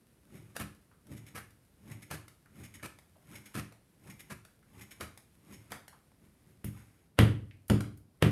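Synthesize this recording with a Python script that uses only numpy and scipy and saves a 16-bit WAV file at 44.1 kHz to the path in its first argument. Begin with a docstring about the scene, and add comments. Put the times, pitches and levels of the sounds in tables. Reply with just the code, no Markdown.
"""A low rumble and a soft rub: a lump of clay is rocked back on a wooden work table in a small studio.
Eight times it is rocked, gripped again and shoved forward with a gritty scuff. Its weight shakes
the table, skin slaps on clay and air squelches out of the folds. Then it is set down once and
slammed three times: air and moisture escape in a wet smack, and the table booms.
Sleeves rustle faintly over the low tone of the room."""
import sys
import numpy as np
from scipy import signal
from scipy.fft import rfft, irfft
from scipy.io import wavfile
from scipy.ndimage import uniform_filter1d

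SR = 44100
rng = np.random.default_rng(int(sys.argv[2]) if len(sys.argv) > 2 else 0)


def materialize(psi):
    """Save the field psi as 16-bit PCM at rate SR to the path in sys.argv[1].

    A 1-D psi becomes a single channel; in a 2-D psi each row is a channel.
    """
    bounded = np.clip(np.atleast_2d(psi).T, -1, 1)
    quanta = np.round(bounded * 32767).astype(np.int16)
    wavfile.write(sys.argv[1], SR, quanta)


N = 366471


def amp(db):
    """Decibels to gain."""
    return 10 ** (np.asarray(db) / 20)


def unit(x):
    """Scales to an rms of 1."""
    return x / np.sqrt(np.mean(x ** 2) + 1e-20)


def read(points, hz):
    """Reads (f/Hz, value) points on a log-frequency axis."""
    f, value = np.transpose(points)
    return np.interp(np.log(hz + 1), np.log(f + 1), value)


def clock(seconds):
    """Sample times from zero."""
    return np.arange(int(seconds * SR)) / SR


def add(mix, s, sound):
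    """Mixes a sound in at s seconds."""
    part = mix[round(s * SR):][:len(sound)]
    part += sound[:len(part)]


def colour(x, points, tilt_db=0, size=4096):
    """Minimum-phase EQ of unit energy, with a treble tilt in dB per octave."""
    hz = abs(np.fft.fftfreq(size, 1 / SR))
    log_gain = np.log(amp(read(points, hz) + tilt_db * np.log2(1 + hz / 500)))
    taps = np.fft.ifft(np.exp(np.conj(signal.hilbert(log_gain)))).real[:size // 2]
    return signal.oaconvolve(x, taps / np.linalg.norm(taps))[:len(x)]


def resonate(x, hz, width_hz):
    """A resonance with steep skirts: two passes through one band-pass."""
    peak = signal.iirpeak(hz, hz / width_hz, SR)
    return signal.lfilter(*peak, signal.lfilter(*peak, x))


def grit(per_s, spread_db, smooth):
    """Tiny slips of uneven size over a share of smooth friction."""
    slips = rng.standard_normal(N) * (rng.random(N) < per_s / SR)
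    slips *= amp(spread_db * np.minimum(rng.exponential(1, N), 4))
    return unit(unit(slips) + smooth * rng.standard_normal(N))


def crackle(envelope, passes=5):
    """Noise under this envelope, its spectrum flattened so that it stays unpitched."""
    x = rng.standard_normal(len(envelope)) * envelope
    for _ in range(passes):
        spectrum = rfft(x)
        x = irfft(spectrum / (abs(spectrum) + 1e-12), len(x))
        x = envelope * x / np.sqrt(abs(uniform_filter1d(x ** 2, size=90)) + 1e-14)
    return x


def strokes(rows, rise_s, fall_s):
    """Envelope of strokes (t/s, length/s, level/dB) that swell, hold and let go."""
    level, t = np.zeros(N), clock(0.5)
    for s, length, db, *_ in rows:
        attack = 1 - np.exp(-(t / rise_s) ** 2)
        release = np.exp(-np.maximum(t - length, 0) / fall_s)
        add(level, s, amp(db) * attack * release)
    return level


def off_table(x, delay_s, gain):
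    """The table top mirrors a sound a moment later, which ripples its spectrum."""
    out = x.copy()
    add(out, delay_s, -gain * x)
    return out / np.hypot(1, gain)


# Reverb time of the studio: f/Hz, t60/s
ROOM_DECAY = [(80, 0.42), (210, 0.64), (560, 0.34), (1500, 0.38), (4000, 0.36), (10000, 0.33),
              (16000, 0.24)]

def room(x, wet_db, build_s, size=256):
    """Direct sound plus a dense tail that builds up and dies by band."""
    out, now = x.copy(), np.arange(N) / SR
    for k in range(3):
        # the source moves, so three different tails take turns
        turn = np.sqrt(2 / 3) * np.cos(np.pi * (now * 45 + k / 3))
        hz, t, bands = signal.stft(rng.standard_normal(SR // 2), SR, nperseg=size)
        decay = amp(-60 * t / read(ROOM_DECAY, hz)[:, None])
        tail = signal.istft(bands * decay, SR, nperseg=size)[1][:SR // 2]
        tail *= 1 - np.exp(-(clock(0.5) / build_s) ** 2)
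        out += amp(wet_db) * signal.oaconvolve(x * turn, tail / np.linalg.norm(tail))[:N]
    return out


# EQ of the background bed: f/Hz, level/dB
ROOM_TONE_EQ = [(15, -38.5), (25, 4), (157, 3.5), (405, -6.5), (476, -8.5), (516, -9.5), (1070, -20.5),
                (2000, -32.5), (2610, -36.5), (4740, -29), (10100, -42.5), (14000, -35), (16000, -49.5)]

def room_tone(level_db=-67):
    """Low steady rumble of the building under a faint hiss."""
    return amp(level_db) * colour(rng.standard_normal(N), ROOM_TONE_EQ)


# EQ of rustling cloth: f/Hz, level/dB
CLOTH_EQ = [(200, -10.5), (700, -5), (1500, 0), (2100, -1.5), (3200, -5), (7000, -9), (9500, -2.5),
            (12500, -4.5), (15500, -19.5)]

def sleeves(kneading_db=-74.5, rest_at_s=6.97, drop_db=4.5):
    """Sleeves rustle faintly and unevenly while the arms knead, less afterwards."""
    resting = uniform_filter1d(1. * (np.arange(N) / SR > rest_at_s), size=4000)
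    waver_db = 0.75 * unit(uniform_filter1d(rng.standard_normal(N), size=3000))
    rustle = colour(grit(per_s=600, spread_db=4.5, smooth=2.7), CLOTH_EQ)
    return amp(kneading_db - drop_db * resting + waver_db) * rustle


# The lump rocks on the table, faintly twice near the end; last, the hands peel off with a soft rub:
# peak t/s, swell/s, weight/dB, rubbing/dB
SLOW_MOVES = [(0.359, 0.12, -49, -60.5), (1.113, 0.061, -44.5, -60), (1.908, 0.13, -47.5, -60),
              (2.605, 0.13, -48.5, -60), (3.335, 0.13, -51, -57), (4.074, 0.098, -51, -60),
              (4.785, 0.12, -53.5, -60.5), (5.519, .13, -50.5, -60), (6.24, .1, -61, -75),
              (6.5, 0.12, -64.5, -79), (6.78, 0.15, -61.5, -62.5)]

def slow_moves(swell_db=23.5, hold_s=0.24, rub_lag_s=0.0081):
    """Weight and rubbing envelopes: each move swells, eases, holds, then lets go."""
    weight, rubbing, now = np.zeros(N), np.zeros(N), np.arange(N) / SR

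    def move(t, swell_s, ease_db_per_s, hold_db):
        swell = amp(swell_db * np.minimum(t, 0) / swell_s)
        eased = amp(-ease_db_per_s * abs(t))
        held = amp(hold_db - ease_db_per_s * np.maximum(t - hold_s, 0))
        return np.where(t < 0, swell, np.maximum(eased, held))

    for s, swell_s, weight_db, rub_db in SLOW_MOVES:
        near = abs(now - s) < 0.5
        t = now[near] - s
        weight[near] += amp(weight_db) * move(t, swell_s, ease_db_per_s=151, hold_db=-15.5)
        # the clay starts to slide once it is loaded
        rubbing[near] += amp(rub_db) * move(t - rub_lag_s, swell_s, ease_db_per_s=183, hold_db=-13.5)
    return weight, rubbing


def tacks(per_s, low_hz, high_hz, cycles, spread_db):
    """Tiny sticky spots let go one by one, each with a short pitched smack."""
    out, t = np.zeros(N), clock(0.025)
    for when, pitch, size in rng.random((int(per_s * N / SR), 3)):
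        hz = low_hz * (high_hz / low_hz) ** pitch
        gain = amp(spread_db * min(-np.log(1 - size), 3))
        add(out, when * N / SR, gain * np.sin(2 * np.pi * hz * t) * np.exp(-t * hz / cycles))
    return unit(out)


# Tones in the rasp of skin: f/Hz, filter width/Hz, relative level/dB
RASP_BANDS = [(2146, 490, -8), (2990, 210, -17.5), (5440, 240, -16.5), (6670, 340, -12)]

def skin_rasp():
    """Skin dragging on clay rasps in narrow bands of noise."""
    return sum(amp(db) * unit(resonate(rng.standard_normal(N), hz, width_hz))
               for hz, width_hz, db in RASP_BANDS)


# Fingers take a new grip; last, the clay hisses as it is set down: t/s, length/s, level/dB
SHORT_BRUSHES = [(1.165, 0.017, -58.5), (1.263, 0.025, -59), (1.912, 0.011, -54), (2.019, 0.014, -54),
                 (2.632, 0.028, -55), (2.738, 0.021, -53), (3.352, 0.013, -51), (3.455, 0.018, -54),
                 (4.096, 0.015, -54), (4.192, 0.018, -54.5), (4.808, 0.018, -53.5), (4.907, 0.016, -52),
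                 (5.530, 0.017, -56), (6.645, 0.036, -59.5)]
# The clay skids forward under the palms: t/s, length/s, scuff/dB, push on the table/dB
PALM_SHOVES = [(0.546, 0.023, -54.5, -58), (0.59, 0.031, -42, -45.5), (1.344, .04, -46, -53),
               (2.1, 0.053, -45, -45.5), (2.823, 0.039, -46.5, -47.5), (3.539, 0.03, -46, -44),
               (3.57, 0.029, -42, -45.5), (4.296, 0.031, -45, -48.5), (4.997, 0.042, -48, -46.5),
               (5.698, 0.059, -56, -54)]
# EQ of rubbing and brushing: f/Hz, level/dB
RUB_EQ = [(200, -24), (500, -11), (900, -17), (1500, 0), (2150, -1.5), (3200, -5.5), (4500, -10.5),
          (7500, -9.5), (9500, -5), (12500, -5.5), (15500, -28)]
# EQ of the skid: f/Hz, level/dB
SCUFF_EQ = [(150, -21), (400, -4.5), (650, -1.5), (880, -9.5), (1280, 3.5), (1500, -6), (1720, 3),
            (2000, -7), (2250, -1), (3300, -11.5), (7500, -14), (9100, -9.5), (12500, -11), (16000, -43)]

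def friction(rubbing):
    """Clay rubs, is brushed and skids over the dusty table top."""
    touch = strokes(SHORT_BRUSHES, rise_s=0.002, fall_s=0.0083)
    shove = strokes(PALM_SHOVES, rise_s=0.0062, fall_s=0.0071)
    rub = rubbing * grit(per_s=620, spread_db=1.5, smooth=1.0)
    brush = touch * grit(per_s=2500, spread_db=4.0, smooth=0.99)
    skid = colour(shove * grit(per_s=1000, spread_db=4.0, smooth=1.0), SCUFF_EQ)
    hands = amp(-1) * colour(off_table(rub + brush, delay_s=0.00067, gain=0.32), RUB_EQ)
    peel = amp(-3) * rubbing + amp(-12) * shove
    sticky = peel * tacks(per_s=350, low_hz=795, high_hz=3120, cycles=9, spread_db=-0.5)
    # the rasp lingers a little after each touch
    drag = amp(-4) * rubbing + strokes(SHORT_BRUSHES, rise_s=0.0027, fall_s=0.013)
    return room(hands + skid + sticky + drag * skin_rasp(), wet_db=-6, build_s=0.0008)


# Modes of the table and the room it drives: f/Hz, level/dB, t60/s
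TABLE_MODES = [(63.4, -17.5, 0.48), (67.2, -12.5, 0.6), (87.55, -4.5, 0.38), (95.6, -11.5, 0.75),
               (112, 4, 0.44), (137.7, -13, 0.67), (156.6, 1, 0.32), (182.7, -14, 0.55), (205.3, 0.5, 0.35),
               (224.6, -16.5, 0.44), (263.7, -9.5, 0.39), (292.6, -6.5, 0.48), (309, -9.5, 0.44),
               (362, -8.5, 0.36), (457, -20, 0.2), (510, -9, 0.054), (563.7, -14.5, 0.15)]

def table_ring(lump_hz, lump_db, width_octaves, swell_cycles):
    """The table's answer to a push: modes near the lump's own pitch are boosted or cut by lump_db."""
    t, ring = clock(0.92), 0
    for hz, db, t60 in TABLE_MODES:
        bell_db = lump_db * np.exp(-(np.log2(hz / lump_hz) / width_octaves) ** 2)
        swell = 1 - np.exp(-t * hz / swell_cycles)
        ring = ring + amp(db + bell_db - 60 * t / t60) * swell * np.sin(2 * np.pi * hz * t)
    return ring


# EQ of the shaken table: f/Hz, level/dB
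RUMBLE_EQ = [(25, -24), (45, -23), (75, 0.5), (112, 4.5), (200, 2.5), (310, -4.5), (450, -13.5), (800, -24),
             (2000, -68)]

def rumble(weight, touch_db=-11.5):
    """The uneven weight of hands and clay shakes the table."""
    pushes = strokes([(s, length, db) for s, length, _, db in PALM_SHOVES], rise_s=0.0051, fall_s=0.011)
    touches = amp(touch_db) * strokes(SHORT_BRUSHES, rise_s=0.006, fall_s=0.0057)
    force = (weight + pushes + touches) * rng.standard_normal(N)
    ring = table_ring(lump_hz=217, lump_db=-4.5, width_octaves=1.0, swell_cycles=0.7)
    ringing = signal.oaconvolve(force, ring / np.linalg.norm(ring))[:N]
    return colour(force, RUMBLE_EQ) + amp(-2.5) * ringing


# Small squelches as the clay relaxes: t/s, f/Hz, drive level/dB, fade/s
AIR_POCKETS = [(0.912, 1240, -49, 0.02), (1.374, 1580, -32, 0.016), (2.457, 1410, -44.5, 0.0088),
               (2.795, 1670, -41.5, 0.009), (3.155, 666, -42.5, 0.014), (3.715, 644, -39.5, 0.0099),
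               (4.625, 1520, -51, 0.01), (5.722, 1300, -26, 0.0086), (5.927, 1070, -39, 0.012),
               (7.51, 2315, -32.5, 0.0019)]

def squelches():
    """Air squeezed from a fold rings briefly in its pocket."""
    out, t = np.zeros(N), clock(0.25)
    for s, hz, db, fade_s in AIR_POCKETS:
        air = crackle((1 - np.exp(-t / 0.00081)) * np.exp(-t / fade_s))
        add(out, s, amp(db) * resonate(air, hz, width_hz=0.56 * hz))
    return out


# Hand slaps: t/s, level/dB, treble tilt/(dB per octave)
SLAP_HITS = [(0.5638, -33, -0.5), (0.598, -43, 7), (0.747, -61, 2), (1.068, -59.5, 3), (1.385, -47.5, 6),
             (1.505, -60, 3), (2.111, -35.5, -0.5), (2.28, -49, 1), (2.856, -51, 0), (2.986, -51.5, 0),
             (3.551, -37.5, -2), (3.722, -54, -0.5), (4.449, -51, 0.5), (5.008, -33.5, -1), (5.174, -48, 2),
             (5.718, -35, -0.5), (5.879, -46, 1), (6.116, -63, -5), (6.644, -40, 14.5), (7.681, -46, 9.5),
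             (7.698, -27, -1.5), (7.8053, -36, -1.5), (7.973, -57.5, 9)]
# EQ of a slap: f/Hz, level/dB
SLAP_EQ = [(150, -8.5), (600, 0), (1500, 3), (2800, -5), (4200, -5.5), (7500, -10), (9500, -4), (13000, -9),
           (16000, -27)]

def slaps():
    """Skin and clay meet or snap apart: a brief crackle, coloured by its height over the table."""
    out, t = np.zeros(N), clock(0.1)
    for s, db, tilt_db in SLAP_HITS:
        snap = crackle((1 - np.exp(-t / 0.00092)) * np.exp(-(t / 0.005) ** 2))
        snap = off_table(snap, delay_s=rng.uniform(0.00044, 0.0012), gain=0.75)
        add(out, s, amp(db) * colour(snap, SLAP_EQ, tilt_db))
    return out


# Two flops, one set-down, three slams: t/s, thud/dB, contact/s, smack/dB, lump's springing f/Hz
LANDINGS = [(0.601, -41.5, 0.00086, -42, 203), (3.552, -43.5, 0.00097, -48.5, 205),
            (6.643, -35, .0015, -45, 200), (7.1892, -18.5, 0.00073, -15.5, 103.7),
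            (7.699, -22.5, 0.00048, -29, 230), (8.2241, -22, 0.0003, -18.5, 156)]
# EQ of the shuddering frame and boards: f/Hz, level/dB
BOARDS_EQ = [(25, -35), (60, -6), (150, 5), (320, 5), (550, 1.5), (900, -14), (2500, -34.5)]
# EQ of the wet smack: f/Hz, level/dB
SMACK_EQ = [(100, -3), (500, 6), (850, -4), (1300, -1.5), (1900, 2), (2500, -6), (3000, -3), (3600, -7.5),
            (4300, -15), (7000, -22.5), (9300, -16.5), (12500, -18.5), (16000, -43)]

def slams(shudder_db=-1.4):
    """Air and moisture smack out from under the lump, and its weight sets the table booming."""
    boom, smack, shudder, t = np.zeros(N), np.zeros(N), np.zeros(N), clock(0.2)
    for s, thud_db, contact_s, smack_db, lump_hz in LANDINGS:
        push = t * np.exp(-2 * t / contact_s)
        push /= push.sum()
        ring = table_ring(lump_hz, lump_db=4, width_octaves=0.4, swell_cycles=0.46)
        add(boom, s, amp(thud_db) * signal.fftconvolve(ring, push))
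        # the frame and boards shudder with many small, close modes
        rattle = crackle(np.exp(-t / 0.03))
        add(shudder, s, amp(thud_db + shudder_db) * signal.fftconvolve(rattle, push))
        # a sharp crack, then a weaker squash while the lump spreads
        crack, squash = np.exp(-(t / 0.003) ** 2), 0.15 * np.exp(-t / 0.021)
        add(smack, s, amp(smack_db) * crackle(crack + squash))
        # air rushes out of the closing gap just before the hit
        rush = rng.standard_normal(len(t)) * np.exp(-t[::-1] / 0.0046)
        add(smack, s - len(t) / SR, amp(smack_db - 20.5) * rush)
    shudder = colour(shudder, BOARDS_EQ)
    smack = colour(off_table(smack, delay_s=0.00055, gain=0.14), SMACK_EQ)
    return boom + room(shudder, wet_db=-10, build_s=0.0088) + room(smack, wet_db=-3, build_s=0.0013)


def scene():
    """All sources at one microphone."""
    weight, rubbing = slow_moves()
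    handling = room(slaps() + squelches(), wet_db=-2, build_s=0.00091)
    return (rumble(weight) + friction(rubbing) + sleeves() + handling + slams() + room_tone())[None]


def record(dry):
    """The microphone's bass roll-off and a steep high cut."""
    low_cut = signal.butter(4, 44, "highpass", fs=SR, output="sos")
    high_cut = signal.firwin(511, 15900, window=("kaiser", 9), fs=SR)
    return signal.oaconvolve(signal.sosfilt(low_cut, dry), high_cut[None], "same")


dry = scene()
out = record(dry)
materialize(out)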